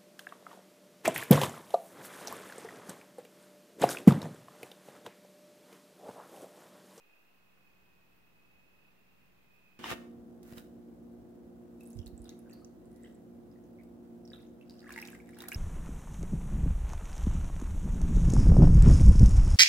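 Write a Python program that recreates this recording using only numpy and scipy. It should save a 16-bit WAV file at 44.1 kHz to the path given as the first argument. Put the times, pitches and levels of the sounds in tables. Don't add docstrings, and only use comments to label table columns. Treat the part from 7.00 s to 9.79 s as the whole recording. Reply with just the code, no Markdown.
import sys
import numpy as np
from scipy import signal
from scipy.fft import rfft, irfft, next_fast_len
from scipy.io import wavfile
from scipy.ndimage import map_coordinates

SR = 44100
rng = np.random.default_rng(int(sys.argv[2]) if len(sys.argv) > 2 else 0)


def natural_amplitude(level_db):
    exponent = np.asarray(level_db, float) / 20
    return 10 ** exponent


def dump(signal):
    limited = np.clip(np.atleast_2d(signal).T, -1, 1)
    pcm = np.round(limited * 32767).astype(np.int16)
    wavfile.write(sys.argv[1], SR, pcm)


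N = 123039

# singer, start in seconds, length in seconds, level in dB, left over right in dB.
TRILLS = [("a", -.3, .52, -73, -4), ("b", -.1, .32, -76.5, -5), ("c", -.2, .53, -79, -3),
          ("d", .22, .34, -78, -3), ("e", .47, .12, -81, -4), ("a", .54, .28, -75, -9),
          ("d", .58, .45, -79.5, 2), ("a", .8, .25, -77, -5), ("f", .74, .3, -81, -2),
          ("b", 1.03, .3, -78.5, -3), ("a", 1.2, .72, -76, 0), ("b", 1.38, .55, -74.5, -8),
          ("c", 1.74, .58, -80, 1), ("a", 1.95, .55, -79.5, -4), ("g", 2.34, .3, -80, 1),
          ("a", 2.47, .45, -73, -6), ("b", 2.52, .4, -76, -6), ("h", 2.5, .24, -79, -3)]
WING_HZ = dict(a=2515, b=2566, c=2710, d=2540, e=2760, f=2620, g=2460, h=2655)
# start in seconds, length in seconds, gap between clicks in seconds, level in dB.
ZIPS = [
    (.33, .03, .006, -65),
    (.645, .045, .006, -59.5),
    (1.1555, .038, .0054, -53.5),
    (1.262, .02, .006, -59.5),
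    (2.12, .02, .006, -63),
    (2.5232, .045, .014, -51),
]
# multiple of the fundamental, level in dB, phase wander in radians.
HUM_ORDERS = [
    (2, -8.5, 1.5),
    (3, -1.5, 0.21),
    (4, -11, 1.4),
    (6, -12.5, 1.8),
]
# frequency in Hz, level in dB.
RUMBLE = [(15, -65), (30, -8), (50, -0.5), (75, -6), (140, -3.5), (260, -7), (450, -13.5), (900, -43.5)]
# frequency in Hz, correlation from 0 to 1.
RUMBLE_ALIKE = [(30, .85), (55, .6), (80, .2), (150, .4), (400, .1)]
# frequency in Hz, level in dB.
HISS = [(60, -16.5), (300, 1), (2100, -5), (3300, -10), (6000, -18), (9500, -21.5), (12500, -16),
        (15500, -12.5)]
OFFSET = [
    [-.00038],
    [-.0004],
]

STROKES_PER_S, FASTER_PER_HZ, REFERENCE_HZ = 33, .025, 2512
SOUNDING = .68
SAG_HZ, SCATTER_DB, SLIP_RAD, UNEVEN = 100, 1.5, 1.3, .05
SWELL_S, FADE_S, OVERTONE_DB = 0.026, 0.025, -28.5
NEAR_DB = -0.5
FAR_LOW_HZ, FAR_HIGH_HZ, FAR_DB, FAR_BOUT_S = 2410, 2830, -90, .55
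LEAVES_T60_S, LEAVES_DB = .22, -.5
HUM_HZ, HUM_DB, HUM_LEFT_DB = 61.65, -77.5, -5.5
RUMBLE_DB = -73.5
WIND_FILTER_DB, HUM_FREE_S, RUMBLE_FREE_S = -14.5, .26, 0.51
HISS_DB, HISS_LEFT_DB = -69.5, -1.3
HISS_SETTLE_DB, HISS_SETTLE_S = 0.66, .8
ZIP_HZ, ZIP_T60_S, ZIP_RASP_DB, FAST_GAP_S, ZIP_LEFT_DB = 15200, .0016, -24, .006, -3
TOP_HZ = 15770


def unit(x):
    return x / np.sqrt(np.mean(x ** 2) + 1e-20)


def along(points, hz):
    f, v = np.transpose(points)
    return np.interp(np.log(hz + 1), np.log(f + 1), v)


def wobble(rate):
    return map_coordinates(rng.standard_normal(300), [np.arange(N) * rate / SR])


def sides(left_db):
    return natural_amplitude(np.array([[left_db / 2], [-left_db / 2]]))


def rush(spectrum, alike):
    m = next_fast_len(N)
    hz = np.fft.rfftfreq(m, 1 / SR)
    turn = np.arccos(np.clip(along(alike, hz), -1, 1)) / 2
    noise = rfft(rng.standard_normal((2, m)))
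    coloured = noise * natural_amplitude(along(spectrum, hz)) * [np.cos(turn), np.sin(turn)]
    mid, side = irfft(coloured, m)[:, :N]
    return unit(np.array([mid + side, mid - side]))


def leaves(x):
    t = np.arange(SR // 3) / SR
    tail = rng.standard_normal((2, len(t))) * natural_amplitude(-60 * t / LEAVES_T60_S)
    tail = natural_amplitude(LEAVES_DB) * tail / np.linalg.norm(tail[0])
    tail[[0, 1], rng.integers(0, 18, size=2)] += 1
    heard = signal.fftconvolve(x[None], tail, axes=1)
    return heard * np.linalg.norm(x) / np.linalg.norm(heard, axis=1, keepdims=True)


def trill(hz, start, length, db, left_db):
    t = np.arange(SR) / SR
    knots = rng.standard_normal((80, 3))
    rate = STROKES_PER_S + FASTER_PER_HZ * (hz - REFERENCE_HZ)
    strokes = 1 + t * rate + UNEVEN * np.interp(t * rate / 2, np.arange(80), knots[:, 2])
    k = strokes.astype(int)
    within = strokes % 1
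    pitch = hz + SAG_HZ * (SOUNDING / 2 - within)
    phase = 2 * np.pi * np.cumsum(pitch) / SR + SLIP_RAD * np.cumsum(knots[:, 0])[k]
    pulse = np.abs(np.sin(np.pi * np.clip(within / SOUNDING, 0, 1))) ** 0.53
    stroke = pulse * natural_amplitude(SCATTER_DB * knots[k, 1])
    tone = np.sin(phase) + natural_amplitude(OVERTONE_DB) * np.sin(2 * phase)
    bout = np.clip(t / SWELL_S, 0, 1) * np.clip((length - t) / FADE_S, 0, 1)
    sound = leaves(bout * unit(stroke * tone))
    out = np.zeros((2, N + 3 * SR))
    out[:, SR + round(start * SR):][:, :sound.shape[1]] = natural_amplitude(db) * sides(left_db) * sound
    return out[:, SR:SR + N]


def near_crickets():
    return natural_amplitude(NEAR_DB) * sum(trill(WING_HZ[name], *rest) for name, *rest in TRILLS)


def far_chorus():
    chance = rng.uniform(size=(50, 3))
    starts = np.linspace(-.5, N / SR, len(chance))
    out = np.zeros((2, N))
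    for start, (louder, place, higher) in zip(starts, chance):
        hz = FAR_LOW_HZ + (FAR_HIGH_HZ - FAR_LOW_HZ) * higher ** 1.5
        out += trill(hz, start, FAR_BOUT_S, FAR_DB + 4 * louder, 8 * place - 8)
    return out


def wind_filter(free_s):
    return natural_amplitude(WIND_FILTER_DB * np.exp(-(np.arange(N) / SR / free_s) ** 2))


def hum():
    phase = 2 * np.pi * np.cumsum(HUM_HZ + .05 * wobble(3.3)) / SR
    lines = np.zeros((2, N))
    for side in range(2):
        for k, db, wander in HUM_ORDERS:
            level = natural_amplitude(db + 1.2 * wobble(4))
            lines[side] += level * np.sin(k * phase + 1.2 * side + wander * wobble(9))
    return natural_amplitude(HUM_DB + 3.5) * sides(HUM_LEFT_DB) * lines


def air_rumble():
    return natural_amplitude(RUMBLE_DB + 0.4 * wobble(2.1)) * rush(RUMBLE, RUMBLE_ALIKE)


def hiss():
    settling = HISS_SETTLE_DB * np.exp(-(np.arange(N) / SR / HISS_SETTLE_S) ** 2)
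    return natural_amplitude(HISS_DB + settling) * sides(HISS_LEFT_DB) * rush(HISS, [(100, 0.0037)])


def bush_cricket():
    out = np.zeros((2, N))
    t = np.arange(SR // 10) / SR
    u = t[:400]
    ring = np.sin(2 * np.pi * ZIP_HZ * u) * natural_amplitude(-60 * u / ZIP_T60_S) * (1 - np.exp(-u / .0002))
    for start, length, gap, db in ZIPS:
        strikes = np.diff(np.floor(t / gap), prepend=-1) > 0
        teeth = strikes * natural_amplitude(1.5 * rng.standard_normal(len(t)))
        rasp = natural_amplitude(ZIP_RASP_DB) * FAST_GAP_S / gap * rng.standard_normal((2, len(t)))
        swell = np.sin(np.pi * np.clip((t + gap) / (length + 2 * gap), 0, 1))
        sound = signal.fftconvolve(swell * (teeth + rasp), ring[None], axes=1)
        out[:, round(start * SR):][:, :len(t)] += natural_amplitude(db) * sound[:, :len(t)]
    return sides(ZIP_LEFT_DB) * out


def scene():
    insects = near_crickets() + far_chorus() + bush_cricket()
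    bass = wind_filter(HUM_FREE_S) * hum() + wind_filter(RUMBLE_FREE_S) * air_rumble()
    return insects + bass + hiss()


def band_limit(x):
    return signal.sosfilt(signal.butter(12, 16480, fs=SR, output="sos"), x)


def record(dry):
    m = next_fast_len(N)
    passed = np.fft.rfftfreq(m, 1 / SR) < TOP_HZ
    limited = irfft(rfft(dry, m) * passed, m)[:, :N]
    return band_limit(limited + OFFSET)


dry = scene()
out = record(dry)
dump(out)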